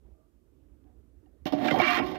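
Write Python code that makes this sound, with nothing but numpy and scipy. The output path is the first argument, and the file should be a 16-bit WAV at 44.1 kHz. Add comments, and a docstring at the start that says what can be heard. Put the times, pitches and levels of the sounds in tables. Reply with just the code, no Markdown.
"""A quiet kitchen: over the low rumble of the house come faint rubs against a metal pot of rice.
Then water suddenly hits the pot: a first slap, a drumming rush, a bright spray that dies away.
The impacts of the drops splash broadly and force the pot's air space and walls to resonate; single
notes sing out, and hard contacts crack on the wall. The sound lies on the right; the left carries
only a dull, faint leak and a diffuse wash."""
import sys
import numpy as np
from scipy import signal
from scipy.io import wavfile

SR = 44100
rng = np.random.default_rng(int(sys.argv[2]) if len(sys.argv) > 2 else 0)


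def store_wav(level_fs):
    """Save 16-bit WAV to argv[1]."""
    pcm = np.round(np.clip(np.atleast_2d(level_fs), -1, 1) * 32767)
    wavfile.write(sys.argv[1], SR, pcm.T.astype(np.int16))


N = 96402

# Force of the stream in seven registers (all levels in the tables are relative):
# t/s, then level/dB of slosh, thrum, hollow, low wall ring, high wall ring, spray, mist
STREAM_FORCE = [(1.528, -52, -31, -28, -52, -51, -52.5, -80),
                (1.574, -49, -36, -32.5, -56.5, -55, -62, -77),
                (1.642, -35.5, -32.5, -29.5, -44.5, -41, -50, -64),
                (1.67, -41.5, -27, -25.5, -46, -43, -47.5, -63.5),
                (1.686, -31.5, -36, -32.5, -60, -29, -39.5, -62),
                (1.698, -50, -32.5, -25.5, -44, -36, -51.5, -67),
                (1.712, -30, -26.5, -48, -41, -31.5, -44.5, -70),
                (1.728, -36, -24.5, -39, -37.5, -49, -46, -65),
                (1.746, -36, -28.5, -39, -40, -45, -47.5, -63),
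                (1.774, -29.5, -35, -60, -40.5, -41.5, -54, -64.5),
                (1.798, -33, -39, -31, -29.5, -35, -47, -63),
                (1.836, -53, -37.5, -33.5, -36.5, -30.5, -42.5, -64.5),
                (1.958, -50, -33.5, -41.5, -33, -29.5, -39.5, -56),
                (1.98, -33, -34, -62, -36.5, -30, -41, -61), (2.002, -33, -36, -42, -34, -40, -52, -70),
                (2.026, -44, -28.5, -39, -61, -40, -59, -74),
                (2.064, -42.5, -35, -48, -47, -49, -52.5, -68),
                (2.146, -43, -46, -35.5, -51.5, -53.5, -58, -76),
                (2.156, -52, -44, -43, -52, -45.5, -54, -76), (2.186, -52, -38, -48.5, -58, -54, -65, -76)]
# Slaps of water on the metal: t/s, low level/dB, wall ring level/dB, spray level/dB, decay/s
WATER_SLAPS = [(1.4563, -35.5, -42, -47, 0.027), (1.465, -57, -57, -42, 0.014),
               (1.5215, -29.5, -39, -43, 0.008), (1.531, -27, -60, -46, 0.0036),
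               (1.685, -52, -32, -47, 0.0033), (1.71, -30.5, -48, -38, 0.0058),
               (1.787, -24.5, -47, -35, 0.0038), (1.799, -29, -31.5, -36.5, 0.0032),
               (1.984, -42, -46, -46, 0.0018)]
# Normal modes of the pot's air space and walls: f/Hz, bandwidth/Hz, level/dB
POT_MODES = [(240.6, 24, -3.5), (296, 19.4, 3), (354.8, 18, -1.5), (399, 34, -4.5), (617, 38.6, -2),
             (636.5, 42, -2), (713.3, 31, -1.5), (743, 27.4, -1), (1041, 25, 7), (1168.6, 45, 4),
             (1686, 13, -7), (1842.6, 19, 5), (1944, 15, 4.5), (1996, 122, 1), (2235, 12.4, 3),
             (2343, 21, 6), (2444, 24, -5), (2805, 31, 0), (3160, 22, 4), (3295, 35, -2.5), (3580, 15, -3),
             (3670, 41, -7), (4366, 17, -1), (5050, 28, -5)]
# Edges of the five registers into which the modes fall: f/Hz
MODE_EDGES = [200, 480, 975, 1300, 2900, 7000]
# Spectrum of the broad splash as heard, with a deep dip near 9 kHz: f/Hz, level/dB
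SPLASH_SPECTRUM = [(90, -17), (316, -1), (581, -5.5), (737, 3), (876, -12.5), (1070, -18), (2320, -21),
                   (4360, -25), (8910, -53.5), (13500, -33), (16000, -49.5)]
# Edges of the six splash bands: f/Hz
SPLASH_EDGES = [90, 220, 860, 1300, 2900, 8800, 16000]
# Splash in each band against the force that drives it: level/dB
SPLASH_SHARES = [-9.5, 0.5, -6, -4, -1.5, 1]
# Notes of the pot set singing by a light touch or a gulp of water: t/s, level/dB, f/Hz, rise/s, decay/s
POT_NOTES = [(0.845, -56.5, 297, 0.005, 0.014), (1.258, -77, 1860, 0.001, 0.005),
             (1.259, -78.5, 2840, 0.0013, 0.0051), (1.457, -34.5, 173.5, 0.0024, 0.0068),
             (1.468, -45, 3070, 0.0014, 0.012), (1.9, -36.5, 2453, 0.025, 0.035),
             (1.86, -36, 250.3, 0.0087, 0.029), (1.865, -31.5, 1180, 0.022, 0.036),
             (1.92, -39.5, 1052, 0.017, 0.07), (2.02, -35, 1084, 0.0024, 0.02),
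             (2.03, -39, 372, 0.025, 0.11), (1.457, -26, 306.5, 0.0011, 0.012),
             (1.524, -24.5, 290.3, 0.00073, 0.049), (1.5345, -47, 620, 0.00061, 0.0032),
             (1.628, -23.5, 276, 0.0019, 0.0086), (1.66, -26.5, 300, 0.0065, 0.01),
             (1.682, -26.5, 2350, 0.0032, 0.0022), (1.683, -26, 1633, 0.00096, 0.0042),
             (1.706, -29.5, 2086, 0.0021, 0.011), (1.738, -21.5, 750, 0.0074, 0.0077),
             (1.7985, -19, 740, 0.0065, 0.0032), (1.7983, -22.5, 2276, 0.0033, 0.0053),
             (1.819, -26.5, 350, 0.0037, 0.019), (1.838, -26.5, 2294, 0.0039, 0.014),
             (1.872, -22, 2310, 0.0045, 0.0084), (1.876, -30, 714, 0.012, 0.054),
             (1.882, -30, 2770, 0.0025, 0.016), (1.98, -35, 303, 0.0016, 0.0035),
             (1.996, -31, 723, 0.0036, 0.0063)]
# Hard contacts on the pot wall: t/s, level/dB
WALL_KNOCKS = [(0.8415, -65), (1.2595, -70), (1.4557, -25.5), (1.4688, -32), (1.5231, -41), (1.5335, -33.5)]
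# Faint rubs against the pot before the pour: t/s, duration/s, level/dB, favoured f/Hz
POT_RUBS = [(0.051, 0.11, -63.5, 360), (0.097, 0.23, -70.5, 566), (0.134, 0.24, -83.5, 1130),
            (0.49, 0.22, -67, 295), (0.837, 0.15, -75, 774), (1.259, 0.025, -73, 757),
            (0.835, 0.061, -76, 1500), (1.225, 0.05, -57, 284)]
# Diffuse wash on the left against the pot on the right: t/s, low band level/dB, high band level/dB
WASH_LEVELS = [(1.55, -54, -57), (1.65, -56, -44), (1.79, -35, -46), (1.9, -44, -43.5), (1.99, -33.5, -41),
               (2.06, -43, -42)]
# Spectral density of the house rumble: f/Hz, level/dB
RUMBLE_SPECTRUM = [(25, -20), (65, 7.5), (86, -6), (108, -9.5), (200, -16), (300, -9.5), (421, -17),
                   (763, -33.5), (985, -34), (4000, -52)]
# Slow swell of the rumble: t/s, level/dB
RUMBLE_SWELL = [(0, -3.5), (.06, 4.5), (.15, -3), (.3, -4.5), (.6, 0), (.9, 0.5), (1.15, -1), (1.45, 1.5),
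                (2.19, 9)]

STREAM_START_S, SLAP_RISE_S, MIST_BELOW_SPRAY_DB = 1.5222, 0.00063, 16
BASE_DROPS_PER_S, DROP_SPREAD_DB, CLUMP_DB = 3000, 3, 4.5
CRACK_DECAY_S, RUB_SPREAD_OCTAVES = 0.00072, 0.13
POT_LEAK_DB, ROOM_LEAK_DB, LEAK_CORNER_HZ, WASH_S = -30, -22, 153, 0.047
HISS_DB, HISS_TOP_DB, CUTOFF_HZ = -84, -93, 16250
TIME = np.arange(N) / SR


def water():
    """Source and filter: one hail of drops, weighted by the stream's force, drives modes and splash."""
    drops = drop_impacts()
    slosh, thrum, hollow, low_ring, high_ring, spray, mist = stream_force()
    ringing = pot_resonance(drops, [thrum, hollow, low_ring, high_ring, spray])
    return ringing + splash(drops, [np.sqrt(thrum * slosh), slosh, low_ring, high_ring, spray, mist])


def drop_impacts():
    """Shot noise: impulses of uneven size arrive at random, in clumps, over a continuous rush."""
    sizes = amp(DROP_SPREAD_DB * np.minimum(rng.exponential(1, N), 5))
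    lands = rng.random(N) < BASE_DROPS_PER_S * amp(CLUMP_DB * drift(corner_hz=60)) / SR
    return sizes * lands * rng.choice([-1, 1], N) + 0.31 * rng.standard_normal(N)


def stream_force():
    """Incoherent addition: in each register the powers of the pour and of the short slaps add."""
    power = amp(in_time(STREAM_FORCE)) ** 2 * (TIME > STREAM_START_S)
    for start, low_db, ring_db, spray_db, decay in WATER_SLAPS:
        age = np.maximum(TIME - start, 0)
        levels = amp([low_db] * 3 + [ring_db] * 2 + [spray_db, spray_db - MIST_BELOW_SPRAY_DB])
        envelope = (1 - np.exp(-age / SLAP_RISE_S)) * np.exp(-age / max(decay, .002))
        power += (levels[:, None] * envelope) ** 2
    return np.sqrt(power)


def pot_resonance(drops, forces):
    """Forced vibration: the drops excite the pot's modes, each register under its own force."""
    out = 0
    for low, high, force in zip(MODE_EDGES, MODE_EDGES[1:], forces):
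        drives = np.array([drops, drops * force + 1e-18])  # the steady drive sets the scale
        modes = sum((-1) ** k * amp(db) * resonate(drives, hz, width)
                    for k, (hz, width, db) in enumerate(POT_MODES) if low <= hz < high)
        steady, forced = band(modes, low, high)
        out += amp(-5) * forced / rms(steady)
    return out


def splash(drops, forces):
    """Impact noise: brief impulses give a broad splash, heard with a deep dip near 9 kHz."""
    out = 0
    for low, high, force, share_db in zip(SPLASH_EDGES, SPLASH_EDGES[1:], forces, SPLASH_SHARES):
        drives = np.array([drops, drops * force + 1e-18])
        steady, forced = colour(drives, SPLASH_SPECTRUM, low, high, flicker_db=1.6)
        out += amp(share_db) * forced / rms(steady)
    return out


def pot_notes():
    """Damped oscillation: each note swells quickly, then decays exponentially at one frequency."""
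    out = 0
    for start, db, hz, rise, decay in POT_NOTES:
        age = np.maximum(TIME - start, 0)
        envelope = (1 - np.exp(-age / max(rise, .001))) ** 2 * np.exp(-age / max(decay, .002))
        out += amp(db) * envelope / envelope.max() * np.sin(2 * np.pi * (hz * age + rng.random()))
    return out


def knocks():
    """Impulsive contact: a very short burst gives a bright crack, weak near 9 kHz like the splash."""
    envelope = sum(amp(db) * (TIME > start) * np.exp(-np.maximum(TIME - start, 0) / CRACK_DECAY_S)
                   for start, db in WALL_KNOCKS)
    crack = rng.standard_normal(N) * envelope + 1e-18
    body = band(band(crack, 900, 5000), 900, 5000)
    top = band(band(crack, 11000, 15400), 11000, 15400)
    return body + amp(-17) * top


def rubs():
    """Frictional excitation: each soft rub stirs the modes nearest its favoured frequency."""
    out, friction = 0, rng.standard_normal(N)
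    for hz, width, _ in POT_MODES:
        force = 0
        for start, duration, db, favoured_hz in POT_RUBS:
            progress = np.clip((TIME - start) / duration, 0, 1)
            stroke = np.sin(np.pi * np.sqrt(progress))  # quick to start, slow to fade
            coupling = np.exp(-(np.log2(hz / favoured_hz) / RUB_SPREAD_OCTAVES) ** 2)
            force += amp(db) * stroke * coupling
        drive = resonate(friction * force + 1e-18, hz, 12 * width)
        out += resonate(drive, hz, width) * np.sqrt(SR / np.pi / width)  # evens out power across widths
    return out


def diffuse_wash(pot):
    """Smearing: convolution with a short noise burst turns the pot's sound into a faint wash on the left, in a
    low and a high band."""
    scatter = rng.standard_normal(int(WASH_S * SR))
    wash = signal.fftconvolve(pot, scatter / np.linalg.norm(scatter))[:N]
    low_gain, high_gain = amp(in_time(WASH_LEVELS))
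    return low_gain * band(wash, 400, 1660) + high_gain * band(wash, 1250, 5400)


def house_rumble():
    """Amplitude modulation: the low, coloured noise of the house swells slowly."""
    rumble = colour(rng.standard_normal(N), RUMBLE_SPECTRUM, 34, 4000, flicker_db=2.0)
    rumble = np.roll(rumble, -SR // 10)  # already sounding at t = 0
    return amp(-60.5 + in_time(RUMBLE_SWELL)[0]) * rumble / rms(rumble)


def resonate(x, hz, width):
    """Response of a damped oscillator of frequency hz and half-power bandwidth width/Hz."""
    r = np.exp(-np.pi * width / SR)
    gain = (1 - r * r) / 2
    return signal.lfilter([gain, 0, -gain], [1, -2 * r * np.cos(2 * np.pi * hz / SR), r * r], x)


def colour(x, spectrum, low_hz, high_hz, flicker_db):
    """Spectral shaping: bands of about a third of an octave flicker independently about the spectrum."""
    edges = np.geomspace(low_hz, high_hz, 2 + int(3 * np.log2(high_hz / low_hz)))
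    hz, db = np.transpose(spectrum)
    out = 0
    for k, (low, high) in enumerate(zip(edges, edges[1:])):
        centre_db = np.interp(np.log(low * high) / 2, np.log(hz), db)
        out += (-1) ** k * amp(centre_db + flicker_db * drift(corner_hz=11.4)) * band(x, low, high)
    return out


def drift(corner_hz):
    """Slow random fluctuation: low-passed noise of unit RMS."""
    step, settling = 40, 2000
    r = np.exp(-2 * np.pi * corner_hz * step / SR)
    noise = rng.standard_normal(N // step + settling + 2)
    slow = signal.lfilter([1], [1, -2 * r, r * r], noise)[settling:]
    return np.interp(np.arange(N) / step, np.arange(len(slow)), slow / rms(slow))


def band(x, low_hz, high_hz):
    """Band-pass filtering between two half-power frequencies."""
    return signal.sosfilt(signal.butter(2, [low_hz, high_hz], "band", fs=SR, output="sos"), x)


def in_time(rows):
    """Linear interpolation of a table's columns over time."""
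    times, *columns = np.transpose(rows)
    return np.array([np.interp(TIME, times, column) for column in columns])


def amp(db):
    """Amplitude ratio of a level in decibels."""
    return 10 ** (np.asarray(db) / 20)


def rms(x):
    """Root-mean-square amplitude."""
    return np.sqrt(np.mean(x ** 2) + 1e-20)


def scene():
    """Superposition: the sources add on the right; a low-passed leak and the wash reach the left."""
    pot = 2 * (water() + pot_notes() + knocks())
    room = 2 * (rubs() + house_rumble())
    dull = signal.butter(1, LEAK_CORNER_HZ, fs=SR, output="sos")
    leak = signal.sosfilt(dull, amp(POT_LEAK_DB) * pot + amp(ROOM_LEAK_DB) * room)
    return np.array([leak + diffuse_wash(pot), pot + room])


def record(dry):
    """Noise floor and band limit: each side gains its own hiss, a little stronger high up; then a cut."""
    white, top = rng.standard_normal((2, 2, N))
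    hiss = amp(HISS_DB) * white + amp(HISS_TOP_DB) * band(top, 10600, 15400)
    return signal.sosfilt(signal.cheby2(16, 70, CUTOFF_HZ, fs=SR, output="sos"), dry + hiss)


dry = scene()
out = record(dry)
store_wav(out)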